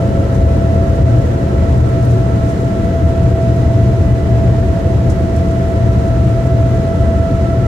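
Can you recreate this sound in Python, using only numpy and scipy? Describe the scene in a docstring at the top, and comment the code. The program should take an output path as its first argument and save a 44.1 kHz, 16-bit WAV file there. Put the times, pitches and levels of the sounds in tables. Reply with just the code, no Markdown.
"""Airliner cabin on the takeoff roll

A window seat just behind the wing's engine, modelled as tones and shaped noise reaching two ears.
Wheels and exhaust rumble and roar as band-limited noise; the engine core drones as a wandering sine.
The fan sings a strong whine: a phase-shaken sine with overtones, weaker orders and humps of noise.
Broadband air hiss and thin, wandering whistles lie around it; the trim ticks as decaying noise bursts.
"""
import sys
import numpy as np
from scipy import signal
from scipy.fft import rfft, irfft, next_fast_len
from scipy.io import wavfile
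from scipy.ndimage import uniform_filter1d, minimum_filter1d

SR = 44100
rng = np.random.default_rng(int(sys.argv[2]) if len(sys.argv) > 2 else 0)


def store_wav(level_fs):
    """Save 16-bit WAV to argv[1]."""
    pcm = np.round(np.clip(np.atleast_2d(level_fs), -1, 1) * 32767)
    wavfile.write(sys.argv[1], SR, pcm.T.astype(np.int16))


N = 338230
TIME = np.arange(N) / SR


def from_db(db):
    """The decibel law: amplitude ratio for a level in dB."""
    return 10 ** (np.asarray(db) / 20)


def rms_one(x):
    """Normalization to unit mean power."""
    return x / np.sqrt(np.mean(np.abs(x) ** 2) + 1e-20)


def in_time(rows):
    """Linear interpolation of each column of a curve table, sample by sample."""
    t, *columns = np.transpose(rows)
    return [np.interp(TIME, t, column) for column in columns]


def at_hz(points, hz, **ends):
    """Interpolation of a table on a log-frequency axis."""
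    f, value = np.transpose(points)
    return np.interp(np.log(hz + 1), np.log(f), value, **ends)


def pan(db):
    """Interaural level difference: left and right gains for a difference L-R in dB."""
    return from_db(np.array([[.5], [-.5]]) * db)


def drift(rate):
    """Low-pass random process: noise through two equal poles with corner `rate` in Hz; rms 1."""
    step = 40   # samples between slow values
    run_in = 2000
    pole = np.exp(-2 * step * np.pi * rate / SR)
    noise = rng.standard_normal(N // step + run_in + 2)
    slow = signal.lfilter([1], [1, -2 * pole, pole * pole], noise)[run_in:]
    return np.interp(np.arange(N) / step, np.arange(len(slow)), rms_one(slow))


def turn(hz):
    """Phase as the time integral of frequency, from a random starting angle."""
    return 2 * np.pi * (np.cumsum(hz) / SR + rng.random())


def cabin_noise(spectrum):
    """Diffuse-field noise: interaural coherence falls from bass to treble; the ears' mean has rms 1."""
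    # likeness of the sound field at the two ears: f/Hz, correlation (-1 to 1)
    likeness = [(40, .993), (70, .975), (170, .955), (280, .9), (450, .68), (740, .5), (1200, -.1),
                (2000, .05), (15000, 0)]
    # unequal shading of the ears by window wall and seats: f/Hz, level difference L-R/dB
    balance = [(60, 0.8), (180, 1.4), (330, 0.5), (430, 0), (530, 11.5), (620, -12.5), (740, -3),
               (860, 0.5), (1550, -4.5), (2100, -1.5), (3200, 1), (4000, -2.5), (5000, -1), (7500, -4.5),
               (10000, -4), (13000, 0)]
    size = next_fast_len(N)
    hz = np.arange(size // 2 + 1) * SR / size
    mid, side = rfft(rng.standard_normal((2, size)))
    alike = np.clip(at_hz(likeness, hz), -1, 1)
    ears = np.sqrt(1 + alike) * mid + np.sqrt(1 - alike) * side * [[1], [-1]]
    colour = from_db(at_hz(spectrum, hz, left=-90, right=-90)) * pan(at_hz(balance, hz))
    noise = irfft(ears * colour, size)[:, :N]
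    return noise / np.std(noise.mean(axis=0))


def steady(x, span_s):
    """Envelope normalization: division by the local rms evens out slow swells."""
    size = max(int(span_s * SR), 2)
    power = uniform_filter1d(uniform_filter1d(x.mean(axis=0) ** 2, size), size)
    return x / np.sqrt(power + 1e-9)


def scattered(phase, scatter, rate):
    """Scattering by turbulent air: a steady tone plus a fluttering part that differs by ear; rms 1."""
    along = np.array([drift(rate), drift(rate)])
    across = np.array([drift(rate), drift(rate)])
    flutter = along * np.sin(phase) + across * np.cos(phase)
    return rms_one(np.sin(phase) + scatter * flutter)


def dying(slips, seconds):
    """Exponential decay: each slip starts at its strength and dies with this time constant."""
    tiny = 1e-18   # keeps the filter's tail out of denormal numbers
    return signal.lfilter([1], [1, -np.exp(-1 / (seconds * SR))], slips + tiny)


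def cabin_air():
    """Broadband flow noise: air hisses along the cabin, its level fluctuating at random."""
    # spectrum of the hiss: f/Hz, relative level/dB per Hz
    hiss_spectrum = [(700, -16.5), (1050, -4), (1230, -5), (1440, -6), (1930, -8.5), (2210, -11),
                     (3500, -17), (4020, -16.5), (4600, -20.5), (6680, -21), (9580, -30.5), (11200, -32),
                     (13500, -35), (16000, -46)]
    level_db = -39.0 + 0.39 * drift(24)
    return from_db(level_db) * cabin_noise(hiss_spectrum)


def whistles():
    """Narrow-line radiation: thin tones from pumps and blowers, each wandering a little in pitch."""
    # centre pitches of the lasting whistles: f/Hz
    pitches = [1360, 2975, 5119, 8160, 8807, 10002, 10880, 11198, 13602]
    # the same whistles in order: level/dB, level difference L-R/dB, pitch wander/Hz
    lines = [(-52.5, -12, 1.64), (-61.5, -5, 1), (-68, -5, .5), (-70.5, -7, 5.8), (-73, -5, .5),
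             (-79, -6, .5), (-68.5, -12, 8.2), (-81, -2, 0.87), (-74, -17, 10)]
    # one more line, heard only at first: f/Hz, level/dB, end t/s
    early_line = (11197, -67, .7)
    lasting = 0
    for hz, (db, side_db, wander_hz) in zip(pitches, lines):
        phase = turn(hz + wander_hz * drift(3.86))
        lasting = lasting + from_db(db) * pan(side_db) * scattered(phase, scatter=.25, rate=9.3)
    hz, db, stop_s = early_line
    fade = np.clip((stop_s - TIME) / .1, 0, 1)
    early = from_db(db) * fade * scattered(turn(hz + 4 * drift(4)), scatter=.25, rate=9)
    return lasting + early


def trim():
    """Stick-slip friction: panel seams crack brightly and buzz, with faint ticks and rubbing between."""
    # separate ticks: t/s, crack level/dB, buzz level/dB, buzz decay/s
    ticks = [(.346, -60, -46, .018), (.568, -55, -55, .015), (1.778, -57, -42, .006),
             (1.857, -58, -51, .012), (1.889, -54, -48, .01), (2.049, -46, -50, .008),
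             (2.108, -63, -49, .022), (5.098, -58, -39, 0.02), (5.363, -56, -43, .009),
             (5.485, -70, -51, .006), (6.467, -56, -49, .009), (6.771, -56, -50, .008)]
    # spectra of crack, and of buzz and rubbing: f/Hz, relative level/dB per Hz
    crack_spectrum = [(5000, -14), (9500, 0), (13000, -1), (16000, -6)]
    buzz_spectrum = [(4000, -6), (5200, 5.5), (6800, 5.5), (9000, 1), (12000, -9), (16000, -17)]
    # a spell of light rustling: t/s, level/dB
    rustle = [(1.9, -77), (2.13, -58), (2.35, -67), (2.5, -52), (2.85, -78)]
    crack_decay_s, faint_buzz_decay_s = .007, .012
    faint_per_s, faint_crack_db, faint_buzz_db = 11, -67, -54

    faint_times = rng.random(N) < faint_per_s / SR
    faint = faint_times * from_db(2.7 * np.clip(rng.standard_normal(N), -2, 2))
    cracks = from_db(faint_crack_db) * faint
    buzz = from_db(faint_buzz_db) * dying(faint, faint_buzz_decay_s)
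    for t, crack_db, buzz_db, decay_s in ticks:
        start = int(t * SR)
        cracks[start] = from_db(crack_db)
        buzz[start:] += from_db(buzz_db) * np.exp(-np.minimum(TIME[:N - start] / decay_s, 20))
    rubbing = from_db(in_time(rustle)[0] + 2.5 * drift(20))
    bright = dying(cracks, crack_decay_s) * cabin_noise(crack_spectrum)
    rough = (buzz + rubbing) * cabin_noise(buzz_spectrum)
    return (bright + rough) * pan(-1.5)


def fuselage():
    """Transmission through a heavy wall: wheel rumble and exhaust turbulence arrive as low noise."""
    # slow uneven level of the low rumble: t/s, level/dB
    rumble_level = [(0.0, -16.5), (0.42, -13), (1.8, -14.5), (1.97, -20.5), (2.27, -14.5), (2.69, -18.0),
                    (2.87, -13.5), (5.39, -14.0), (5.57, -18.0), (5.75, -13.0), (6.82, -15.5),
                    (7.06, -12.5), (7.3, -18.0), (7.66, -15)]
    # spectra of wheel rumble, fuselage boom and exhaust roar: f/Hz, relative level/dB per Hz
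    rumble_spectrum = [(20, -46), (28, -35), (37, -20), (48, -6.5), (60, -8.5), (72, 0), (85, -1),
                       (102, -6), (125, -11), (170, -31.5)]
    boom_spectrum = [(105, -10), (135, 5), (158, -3.5), (182, 2), (215, -3), (250, -7), (300, -20.5)]
    roar_spectrum = [(200, -21), (255, -4.5), (292, 1), (350, -5), (380, -1), (412, -9.5), (445, -4.5),
                     (510, -8.5), (570, -12), (690, -17.5), (760, -17), (1000, -22), (1150, -33),
                     (2000, -29.5)]
    jolt_db, jolt_rate_hz = 2.5, 11.4   # random jolts in level: rms spread, corner of their drift
    rumble_db = in_time(rumble_level)[0] + jolt_db * drift(jolt_rate_hz)
    rumble = from_db(rumble_db) * steady(cabin_noise(rumble_spectrum), span_s=0.091)
    boom = from_db(-19) * steady(cabin_noise(boom_spectrum), span_s=0.25)
    # the roar's level, falling slightly throughout
    roar_db = -22.0 - 0.1735 * TIME
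    roar = from_db(roar_db) * steady(cabin_noise(roar_spectrum), span_s=0.11)
    return rumble + boom + roar


def low_tone():
    """Periodic radiation with turbulent scattering: an engine tone below the whine."""
    # its fading as speed builds: t/s, level/dB
    fading = [(0, -31), (1.2, -32.5), (1.65, -35), (2.0, -49), (7.67, -50)]
    level_db, = in_time(fading)
    tone = scattered(turn(547 + .7 * drift(1)), scatter=.3, rate=3)
    return from_db(level_db) * tone * pan(4.6)


def core_drone():
    """Forced vibration by shaft unbalance: one unsteady pitch, made to flutter by turbulence."""
    # swells and fades of the drone: t/s, level/dB
    swells = [(0.0, -16.0), (0.84, -21), (0.96, -25), (1.14, -10.5), (1.26, -23), (1.62, -24), (1.74, -13),
              (2.03, -11.5), (3.05, -27), (3.23, -15.5), (4.49, -12.5), (4.73, -26.0), (4.97, -15),
              (5.27, -19), (6.76, -15.5), (6.94, -26.5), (7.42, -23.5), (7.66, -9.5)]
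    core_hz, wander_hz = 118.4, 1.96
    flutter, flutter_rate_hz = 0.46, 7.3   # fluttering share, corner of its drift
    level_db, = in_time(swells)
    left_lead = np.array([[.22], [0]])   # radians
    phase = turn(core_hz + wander_hz * drift(7.9)) + left_lead
    along = flutter * drift(flutter_rate_hz)
    across = flutter * drift(flutter_rate_hz)
    tone = steady((1 + along) * np.sin(phase) + across * np.cos(phase), span_s=0.2)
    return from_db(level_db) * tone * pan(1.4)


def fan():
    """Blade-passing radiation: a tone, its overtones and orders, and noise humps from turbulence."""
    # strength of the whine: t/s, level/dB before the correction for ears out of step
    whine_curve = [(0.0, -25.5), (0.24, -27.5), (0.42, -24), (1.2, -27.0), (1.32, -30), (2.15, -26),
                   (2.45, -29.5), (2.87, -24.5), (3.83, -23.5), (4.19, -28.0), (4.55, -24.0), (5.09, -27.5),
                   (5.69, -23.5), (5.8, -24.5), (7.6, -22), (7.66, -27)]
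    # octave of the whine: t/s, level/dB, level difference L-R/dB
    octave_curve = [(0, -37.5, -3), (1.05, -40, -3), (1.85, -39, -8), (2.7, -37.5, -1), (3.2, -43, -10),
                    (4.2, -49, -1), (5.1, -47, -4), (6.0, -39, -6), (6.6, -41.5, -8), (7.5, -41.5, -19)]
    # standing-wave pattern sliding past the seat: t/s, left ear's phase lead/rad
    lead_curve = [(0, 0.76), (1.1, 1.3), (2.4, 1.3), (3.2, 0.45), (6.0, 0.63), (7.67, 0.14)]
    # weaker orders: multiple of the whine's frequency, level/dB, level difference L-R/dB
    weak_orders = [(1 / 2, -39, 0), (5 / 9, -39, 1), (4 / 3, -57, 6), (5, -64, 0)]
    fan_hz, wander_hz = 664.2, .7
    slide_rad, slide_rate_hz = 0.69, 2   # wander of the octave's phase between the ears
    level_db, = in_time(whine_curve)
    octave_db, octave_side_db = in_time(octave_curve)
    lead, = in_time(lead_curve)
    halves = np.array([[.5], [-.5]])   # shares a phase difference between left and right

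    phase = turn(fan_hz + wander_hz * drift(3.4))
    # turbulent air bends the path to each ear, which shakes the tone's phase
    shaken = phase + 0.23 * drift(22.0) + 0.1 * np.array([drift(7.3), drift(21)])
    direct = np.sqrt(2) * np.sin(shaken + lead * halves) * pan(-1.7)
    # ears out of step partly cancel in their mean, so each is raised
    ears_db = level_db - 10 * np.log10(np.clip(0.4 + 0.43 * np.cos(lead), .1, 1))
    whine = from_db(ears_db) * direct
    # hump spectra: (f/Hz, relative level/dB per Hz)
    hump = from_db(-32) * cabin_noise([(590, -6), (635, -4), (662, 5.0), (700, -1.5), (730, -29)])
    # the octave's half wavelength spans the head: roughly opposite phase at the two ears
    apart = (np.pi + slide_rad * drift(slide_rate_hz)) * halves
    octave_tone = scattered(2 * phase + apart, scatter=0.38, rate=21) * pan(octave_side_db)
    octave = from_db(octave_db) * octave_tone
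    octave_hump = from_db(-53.5) * cabin_noise([(1200, -13), (1290, -6), (1330, 0.0), (1430, -31)])
    third_harmonic = from_db(-50.5) * scattered(3 * phase, scatter=0.9, rate=6.7) * pan(-1.1)
    orders = 0
    for multiple, db, side_db in weak_orders:
        tone = scattered(multiple * phase, scatter=0.22, rate=6.1)
        orders = orders + from_db(db) * pan(side_db) * tone
    return whine + hump + octave + octave_hump + third_harmonic + orders


def scene():
    """Superposition: the pressures of all sources add at the window seat."""
    background = cabin_air() + whistles() + trim()
    engine = low_tone() + core_drone() + fan()
    return background + fuselage() + engine


def record(dry):
    """Peak limiting and band-limiting: smooth gain holds peaks, the ends are eased, the top is cut."""
    cutoff_hz = 15750
    size = int(.02 * SR)
    allowed = np.minimum(1, .94 / (np.abs(dry).max(axis=0) + 1e-9))
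    held = minimum_filter1d(allowed, size)
    gain = uniform_filter1d(uniform_filter1d(held, size // 2), size // 2)
    ends = np.minimum(1, np.minimum(TIME, TIME[::-1]) / .002)
    low_pass = signal.ellip(12, .1, 90, cutoff_hz, fs=SR, output="sos")
    return signal.sosfilt(low_pass, ends * gain * dry)


dry = scene()
out = record(dry)
store_wav(out)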